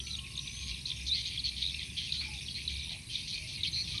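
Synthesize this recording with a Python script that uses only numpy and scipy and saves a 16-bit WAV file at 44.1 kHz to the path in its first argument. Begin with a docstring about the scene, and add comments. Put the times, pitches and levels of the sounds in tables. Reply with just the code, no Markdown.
"""A rice field under a twittering flock of swiftlets. Up close, their whistles glide, peep, chip and trill,
roughened by a fast flutter, and dry rasps rattle out as runs of tiny snaps; far birds blur into a bed behind.
Insects hiss in the high treble, and one chirps in buzzing trains of wing strokes.
Underneath sit a few faint distant calls, one dull knock, low wind and a deep, throbbing drone."""
import sys
import numpy as np
from scipy import signal
from scipy.fft import rfft, irfft, next_fast_len
from scipy.io import wavfile

SR = 44100
rng = np.random.default_rng(int(sys.argv[2]) if len(sys.argv) > 2 else 0)


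def store_wav(level_fs):
    """Save 16-bit WAV to argv[1]."""
    pcm = np.round(np.clip(np.atleast_2d(level_fs), -1, 1) * 32767)
    wavfile.write(sys.argv[1], SR, pcm.T.astype(np.int16))


N = 176400

CALL_LOW_HZ, CALL_HIGH_HZ = 1916, 7046
def near_birds():
    """The foreground: the closest swiftlets, band-passed, with a light echo."""
    calls = np.zeros(N)
    for voice in (gliding_notes, peeps, chips, trills, rasps):
        for start, sound in voice():
            add(calls, start, sound)
    band = signal.butter(6, [CALL_LOW_HZ, CALL_HIGH_HZ], "band", fs=SR, output="sos")
    calls = signal.sosfilt(band, calls)
    return calls + amp(-10.5) * echoes(calls)


def syrinx(hz, rough, flutter_hz):
    """The bird's voice: a whistle that roughness (0 to 1) breaks into quick pulses and shakes in pitch."""
    n = len(hz)
    size = next_fast_len(n + 1024)
    flutter = phase_of(flutter_hz * (1 + .206 * wander(79, size)[:n]))
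    shake = 214 * wander(600, size)[:n] + 107 * np.sin(flutter)
    phase = phase_of(hz + rough * shake)
    whistle = np.sin(phase) + amp(-38) * np.sin(2 * phase)
    return unit((1 - rough * np.cos(flutter)) * whistle)


def note(length, start_hz, middle_hz, end_hz, db, rough, flutter_hz):
    """One whistle that glides along an arc and swells in its middle."""
    t = np.arange(0, length, 1 / SR)
    progress = t / length
    arc = np.polyfit([0, .5, 1], [start_hz, middle_hz, end_hz], 2)
    swell = amp(db - 2 * (2 * progress - 1) ** 2)
    return swell * gate(t, length) * syrinx(np.polyval(arc, progress), rough, flutter_hz)


# Lead twitter: start_s, length_s, start_hz, middle_hz, end_hz, level_db, roughness, flutter_hz
GLIDE_CUES = [(0, 0.16, 5760, 5990, 5770, -53, 0.45, 130), (0.104, 0.017, 3900, 3990, 4000, -38, 0.34, 320),
              (.127, 0.037, 4195, 3760, 3620, -38, 0.65, 114),
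              (0.186, 0.011, 3150, 3060, 2950, -36, 0.53, 370),
              (0.236, 0.041, 2637, 2570, 2100, -48, 0.53, 200),
              (0.388, 0.31, 5700, 6170, 6450, -51, 0.5, 88),
              (.854, .012, 3620, 4150, 4500, -32.5, 0.14, 350),
              (1.08, .033, 4250, 3650, 3660, -34.5, 0.06, 260),
              (1.112, 0.027, 3670, 3945, 3820, -27.5, 0.25, 250),
              (1.135, 0.028, 4120, 4350, 4570, -32.5, 0.9, 245),
              (1.138, 0.065, 2216, 2100, 2180, -50.5, 0.3, 210),
              (1.374, 0.013, 3580, 3310, 3050, -32.5, 0.24, 220),
              (1.389, 0.02, 4530, 4160, 3520, -34.5, 0.7, 235),
              (1.438, 0.036, 4330, 4330, 4010, -33, 0.44, 170),
              (1.794, .028, 2600, 2130, 1950, -47.5, .2, 200),
              (1.966, 0.047, 3246, 3303, 3030, -38.5, 0.47, 170),
              (2.173, 0.053, 3990, 4190, 4700, -38, 0.42, 270),
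              (2.207, 0.043, 2330, 2330, 2390, -45, 0.72, 216),
              (2.482, 0.011, 3540, 3350, 3150, -35, 0.4, 320),
              (2.498, 0.021, 4650, 4220, 3670, -43, 0.46, 250),
              (2.542, 0.042, 4090, 4215, 4280, -40.5, 0.6, 240),
              (2.569, 0.03, 2250, 2253, 2500, -47.5, 0.63, 230),
              (2.927, 0.035, 2800, 2486, 2350, -48.5, 0.66, 206),
              (3.095, 0.028, 3240, 3110, 3070, -45, 0.24, 260),
              (3.324, 0.035, 3920, 4270, 4530, -39, 0.65, 116),
              (3.44, 0.028, 2115, 2187, 2100, -50.5, 0.06, 200),
              (3.575, 0.038, 2200, 2180, 2100, -51, 0.02, 200),
              (3.647, 0.021, 3260, 3173, 3110, -34, 0.64, 550),
              (3.649, 0.0057, 2770, 2680, 2630, -33, 0.2, 340),
              (3.665, 0.026, 4390, 4340, 4020, -35.5, 1, 234),
              (3.669, 0.017, 2290, 2226, 2350, -45, 0.16, 97),
              (3.714, 0.019, 6400, 6250, 6170, -48, .05, 130),
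              (3.729, 0.099, 4064, 4210, 4370, -34, 0.66, 232),
              (3.73, 0.12, 6200, 5960, 5920, -51, 0.8, 130),
              (3.757, 0.071, 2253, 2480, 2160, -47.5, 0.77, 200)]
def gliding_notes():
    """Bending whistles, from quick flicks to thin, held notes."""
    for start, *shape in GLIDE_CUES:
        yield start, note(*shape)


# High accents: start_s, level_db, pitch_hz
PEEP_CUES = [(.165, -50.5, 6500), (.363, -49.5, 6360), (.402, -58, 6330), (.96, -52, 6450),
             (1.025, -53, 6030), (1.205, -56, 6090), (1.268, -49, 6400), (1.525, -70, 6330),
             (1.729, -50, 5400), (1.755, -51, 5300), (2.829, -49.5, 5880)]
def peeps(length_s=.021, bend_hz=139):
    """Soft little whistles that droop in pitch."""
    for start, db, hz in PEEP_CUES:
        yield start, note(length_s, hz + bend_hz, hz, hz - bend_hz, db, rough=.43, flutter_hz=150)


def chip(db, hz, stretch=1, fall_hz_per_s=56000, rise_s=.00065, hold_s=.0046, decay_s=.0023):
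    """A few milliseconds of rough, falling whistle with a hard attack."""
    t = np.arange(700) / SR
    envelope = np.minimum(t / rise_s, 1) * np.exp(-np.maximum(t / stretch - hold_s, 0) / decay_s)
    pitch = hz - fall_hz_per_s * (t - hold_s / 2) + 90 * wander(650, 1024)[:len(t)]
    return amp(db) * envelope * syrinx(pitch, rough=.55, flutter_hz=458)


# Sharp accents: start_s, level_db, pitch_hz
CHIP_CUES = [(.001, -36.5, 3430), (0.354, -41, 3680), (.376, -33, 3700), (.391, -32.5, 3840),
             (.475, -36, 3850), (.744, -39, 3850), (0.901, -32, 3660), (0.915, -31.5, 3710),
             (1.181, -33, 3750), (1.255, -38, 3730), (1.474, -34, 3530), (1.489, -32, 4070),
             (1.581, -36.5, 3760), (1.620, -34, 3530), (1.625, -27.5, 3930), (1.744, -37, 3810),
             (1.828, -39.5, 3430), (2.1219, -27.5, 4000), (2.214, -38.5, 3840), (2.677, -28, 3900),
             (3.154, -28.5, 3780), (3.549, -42, 4330), (3.559, -37.5, 4360), (3.607, -38.5, 4080),
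             (3.6327, -26, 3830), (3.878, -38.5, 4310), (3.978, -31.5, 3790)]
def chips():
    """Single, steeply diving chips that cut through the flock."""
    for start, db, hz in CHIP_CUES:
        yield start, chip(db, hz)


# Runs of pips: start_s, spacing_s, pip_count, first_db, last_db, pitch_hz, pip_length_s
TRILL_CUES = [(1.640, 0.011, 7, -26.5, -31, 3730, 0.0071), (1.793, 0.012, 4, -34, -36, 3800, .005),
              (2.337, 0.01, 10, -39, -36, 3610, 0.0052), (2.725, 0.014, 6, -33, -37, 3740, 0.0054),
              (2.808, .0122, 7, -35, -37, 3610, 0.0053), (2.893, 0.011, 4, -32.5, -37, 3900, 0.0057)]
def trills(bend_hz=260, scatter_hz=120, scatter_db=1.6):
    """Rattles of falling pips, each a little off in pitch and level."""
    for start, spacing, count, first_db, last_db, centre_hz, length in TRILL_CUES:
        for k, ramp_db in enumerate(np.linspace(first_db, last_db, round(count))):
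            hz, db = rng.normal([centre_hz, ramp_db], [scatter_hz, scatter_db])
            pip = note(length, hz + bend_hz, hz, hz - bend_hz, db, rough=.46, flutter_hz=330)
            yield start + k * spacing, pip


# Dry rasps: start_s, length_s, level_db, fade_db (positive dies away), throat_hz
RASP_CUES = [(0.1, 0.03, -49, -3, 4800), (0.606, 0.073, -45, 4.5, 4000), (0.68, 0.039, -37, 6, 4200),
             (0.864, 0.037, -38.5, 3, 4470), (1.065, 0.035, -37.5, 4, 4850),
             (1.147, 0.074, -38.5, -1, 3800), (1.252, 0.044, -38.5, 1, 3900), (1.3, 0.076, -43, 1, 3560),
             (1.448, 0.051, -38, 2, 3900), (1.563, 0.081, -42, -1.5, 3800), (1.786, 0.069, -46, -1.5, 3270),
             (1.968, 0.11, -37.5, 6, 3600), (2.136, 0.039, -39.5, 0, 3660), (2.18, 0.095, -48.5, -2, 4070),
             (2.484, 0.034, -46.5, 0, 4200), (2.551, 0.075, -47.5, -4.5, 3700),
             (2.688, 0.095, -38, 20, 3800), (2.891, 0.049, -44, -2, 3640), (3.096, 0.043, -44.5, 1, 4360),
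             (3.127, 0.094, -40.5, 4, 4100), (3.273, 0.044, -40.5, -1.5, 4370),
             (3.327, 0.067, -45.5, 6, 3900), (3.473, 0.085, -44, 3, 4500), (3.639, 0.049, -36, 10, 3800),
             (3.873, 0.12, -41, 2, 4120)]
# Voice EQ on every rasp: frequency_hz, gain_db
RASP_EQ = [(1000, -68), (1700, 9), (2200, 4), (2750, -12), (3200, 3), (3700, -1), (4400, 2), (5000, -8.5),
           (6300, -5), (7200, -14), (12000, -47)]
def rasps(snaps_per_s=230, snap_s=.003, throat_octaves=.47, size=8192):
    """Uneven rattles of snaps, each a quick downward sweep, mixed with breath and shaped by the throat."""
    t, hz = np.arange(size) / SR, np.fft.rfftfreq(size, 1 / SR)
    snap = np.sin(phase_of(np.linspace(CALL_HIGH_HZ, CALL_LOW_HZ, round(snap_s * SR))))
    for start, length, db, fade_db, throat_hz in RASP_CUES:
        cycles = np.cumsum(snaps_per_s * np.exp(.48 * wander(150, size))) / SR
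        triggers = np.diff(np.floor(cycles), prepend=-1)
        drive = unit(np.convolve(triggers, snap)[:size]) + rng.standard_normal(size)
        throat = np.exp(-.5 * (np.log2((hz + 1) / throat_hz) / throat_octaves) ** 2)
        voiced = colour(irfft(rfft(drive) * throat), RASP_EQ)
        yield start, voiced * gate(t, length) * amp(db - fade_db * np.minimum(t / length, 1))


# Flock bed EQ: frequency_hz, gain_db
FLOCK_EQ = [(1000, -63), (1650, -13), (2000, -13.5), (2350, -1), (2800, -3.5), (3300, -5), (3900, -1.5),
            (4450, -2.5), (5000, -8), (6200, -11.5), (7000, -24.5), (8000, -8), (12000, -48)]
# Flock bed fader: time_s, level_db
FLOCK_FADER = [(0, -43), (.1, -46), (.22, -49.5), (.33, -49), (.5, -45.5), (.65, -46), (.78, -47),
               (.84, -48), (.95, -44.5), (1.3, -45), (1.53, -46.5), (1.8, -45.5), (1.96, -47), (2.05, -43),
               (2.47, -45.5), (2.55, -46), (2.8, -44.5), (2.95, -49), (3.08, -52.5), (3.15, -46.5),
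               (3.38, -43.5), (3.44, -46), (3.7, -48.5), (4, -43.5)]
def far_flock(birds=40, chips_per_s=210, notes_per_s=80, low_hz=2100, glide=.0873):
    """A bed of chips and short gliding notes at many pitches, blurred by distance."""
    calls, caller = np.zeros(N), rng.integers(0, birds, N)
    triggers = (rng.random(N) < chips_per_s / SR) * amp(2.8 * np.clip(rng.standard_normal(N), -2, 2))
    for bird, hz in enumerate(np.linspace(low_hz, CALL_HIGH_HZ, birds)):
        voice = chip(0, hz, stretch=rng.uniform(.66, .91), fall_hz_per_s=2688)
        calls += signal.oaconvolve(triggers * (caller == bird), voice)[:N]
    for when, pitch, span, slope, arch, rough in rng.random((round(notes_per_s * N / SR), 6)):
        hz = np.interp(pitch, [0, 1], [low_hz, CALL_HIGH_HZ])
        bend = glide * (2 * slope - 1)
        arc = hz * (1 + bend), hz * (1 + glide * (arch - .5)), hz * (1 - bend)
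        add(calls, when * N / SR, note(.022 * (.5 + span), *arc, -8, rough, flutter_hz=156.7))
    return level(FLOCK_FADER) * colour(calls + amp(1) * echoes(calls), FLOCK_EQ)


def echoes(x, t60_s=.48, taps_per_s=2000):
    """Thin, scattered reflections from walls and trees."""
    t = np.arange(SR // 2) / SR
    taps = rng.standard_normal(len(t)) * (rng.random(len(t)) < taps_per_s / SR)
    tail = taps * (t > .002) * amp(-60 * t / t60_s)
    return signal.fftconvolve(x, tail / np.linalg.norm(tail))[:N]


# Solo insect tempo: time_s, chirps_per_s
CHIRP_TEMPO = [(0, 9.1), (2, 9.08), (3, 8.85), (4, 8.3)]
# Solo insect fader: time_s, level_db
CHIRP_FADER = [(0, -62.5), (1.3, -63), (2.3, -59.5), (4, -58.5)]
def chirping_insect(pitch_hz=9980, sweep_hz=300, strokes_per_s=170):
    """Buzzing chirps, each a train of wing strokes that fall in pitch."""
    chirps = np.clip(.6 + np.cos(phase_of(curve(CHIRP_TEMPO))), 0, 1)
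    stroke = phase_of(strokes_per_s + 2 * wander(4.7, N))
    hz = pitch_hz - sweep_hz * np.sin(stroke) + 150.5 * wander(475, N)
    buzz = (1 + np.cos(stroke)) * np.sin(phase_of(hz))
    return level(CHIRP_FADER) * chirps * unit(buzz)


# Insect bed EQ: frequency_hz, gain_db
CHORUS_EQ = [(3000, -21), (6500, -12.5), (7700, -16.5), (8150, -3.5), (8600, 1), (8950, -4), (9250, -9.5),
             (9800, -2), (10300, -9.5), (10650, -6), (11000, -3), (11200, -9.5), (11500, -14.5),
             (11700, -41), (16000, -70)]
def insect_chorus(level_db=-57.5):
    """Many insects merged into a steady, bright hiss."""
    return amp(level_db) * colour(rng.standard_normal(N), CHORUS_EQ)


# Wind EQ: frequency_hz, gain_db
WIND_EQ = [(20, -41), (35, -13), (50, 0.5), (85, 0.5), (130, 2), (200, -6.5), (280, -14.5), (370, -18),
           (480, -28), (750, -31), (1050, -27.5), (1400, -39.5), (2000, -22), (11500, -41.5), (15000, -45)]
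# Wind fader: time_s, level_db
WIND_FADER = [(0, -49.5), (1.5, -49.5), (2.7, -49), (3.2, -50), (3.45, -49), (3.8, -46.5), (4, -45)]
def wind():
    """Low wind rumble with a breath of open air on top."""
    return level(WIND_FADER) * colour(rng.standard_normal(N), WIND_EQ)


# Drone throb: time_s, level_db
DRONE_FADER = [(0, -47.5), (.4, -56), (.72, -43.5), (.85, -56), (1.05, -43.5), (1.25, -57), (1.65, -46),
               (1.9, -60.5), (2.25, -47), (2.5, -59), (2.78, -41), (3.0, -67), (3.55, -51), (4, -52)]
def drone(pitch_hz=68.25, drift_hz=3.03):
    """A deep, wavering tone that swells and sinks."""
    return level(DRONE_FADER) * unit(np.sin(phase_of(pitch_hz + drift_hz * wander(4.6, N))))


# Far-off calls: start_s, length_s, start_hz, end_hz, level_db, smear_hz
DISTANT_CUES = [(0, 0.25, 1350, 1336, -69.5, 21), (0.15, 0.38, 1080, 1077, -67, 12),
                (0.519, 0.29, 1090, 1073, -69, 17), (0.84, 0.18, 1050, 1033, -68.5, 17),
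                (2.108, 0.12, 1470, 1430, -66.5, 19), (2.244, 0.17, 900, 774, -61, 38),
                (2.86, 0.169, 866, 728, -63, 145), (3.349, 0.21, 635, 625, -69.5, 8.7),
                (3.918, 0.16, 1190, 1230, -60, 30)]
def distant_calls(flicker=.39, size=32768):
    """Faint, soft-edged tones, smeared by their trip through the air."""
    out, t = np.zeros(N), np.arange(size) / SR
    for start, length, start_hz, end_hz, db, smear_hz in DISTANT_CUES:
        hz = np.interp(t, [0, length], [start_hz, end_hz]) + smear_hz * wander(250, size)
        tone = (1 + flicker * wander(38, size)) * np.cos(phase_of(hz))
        add(out, start, amp(db) * gate(t, length, rise_s=.037, fall_s=.097) * unit(tone))
    return out


# Knock EQ: frequency_hz, gain_db
KNOCK_EQ = [(300, -13), (700, 4), (1650, 11), (2200, -22), (8000, -50)]
def knock(start_s=2.208, level_db=-58, decay_s=.055, size=32768):
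    """One dull, far-off knock: a burst of dark noise that dies quickly."""
    out, t = np.zeros(N), np.arange(size) / SR
    add(out, start_s, amp(level_db) * np.exp(-t / decay_s) * colour(rng.standard_normal(size), KNOCK_EQ))
    return out


def amp(db):
    """Decibels to gain."""
    return 10 ** (np.asarray(db) / 20)


def unit(x):
    """Scales to rms 1."""
    return x / np.sqrt(np.mean(x ** 2) + 1e-20)


def phase_of(hz):
    """Running phase in radians."""
    return 2 * np.pi * np.cumsum(hz) / SR


def curve(points):
    """Scene-long automation through (time_s, value) points."""
    return np.interp(np.arange(N) / SR, *np.transpose(points))


def level(points):
    """Fader gain from (time_s, level_db) points."""
    return amp(curve(points))


def add(mix, start_s, sound):
    """Mixes a sound in at its cue."""
    part = mix[max(round(start_s * SR), 0):][:len(sound)]
    part += sound[:len(part)]


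def colour(x, points):
    """EQ through (frequency_hz, gain_db) points, scaled to rms 1."""
    point_hz, db = np.transpose(points)
    hz = np.fft.rfftfreq(len(x), 1 / SR)
    gain = amp(np.interp(np.log(hz + 1), np.log(point_hz), db))
    return unit(irfft(rfft(x) * gain, len(x)))


def wander(rate_hz, size):
    """Smooth random motion up to about a rate, rms 1."""
    hz = np.fft.rfftfreq(size, 1 / SR)
    return unit(irfft(rfft(rng.standard_normal(size)) * np.exp(-.5 * (hz / rate_hz) ** 2), size))


def gate(t, length, rise_s=.0023, fall_s=.0041):
    """Attack, hold, release."""
    return np.clip(t / rise_s, 0, 1) * np.clip((length - t) / fall_s, 0, 1)


def scene():
    """The mono mix: birds in front, insects above, the low background beneath."""
    wildlife = near_birds() + far_flock() + chirping_insect() + insect_chorus()
    return (wildlife + wind() + drone() + distant_calls() + knock())[None]


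def record(dry, cutoff_hz=15500):
    """A steep high cut on the whole mix."""
    lowpass = signal.firwin(511, cutoff_hz, window=("kaiser", 9), fs=SR)
    return signal.oaconvolve(dry, lowpass[None], "same")


dry = scene()
out = record(dry)
store_wav(out)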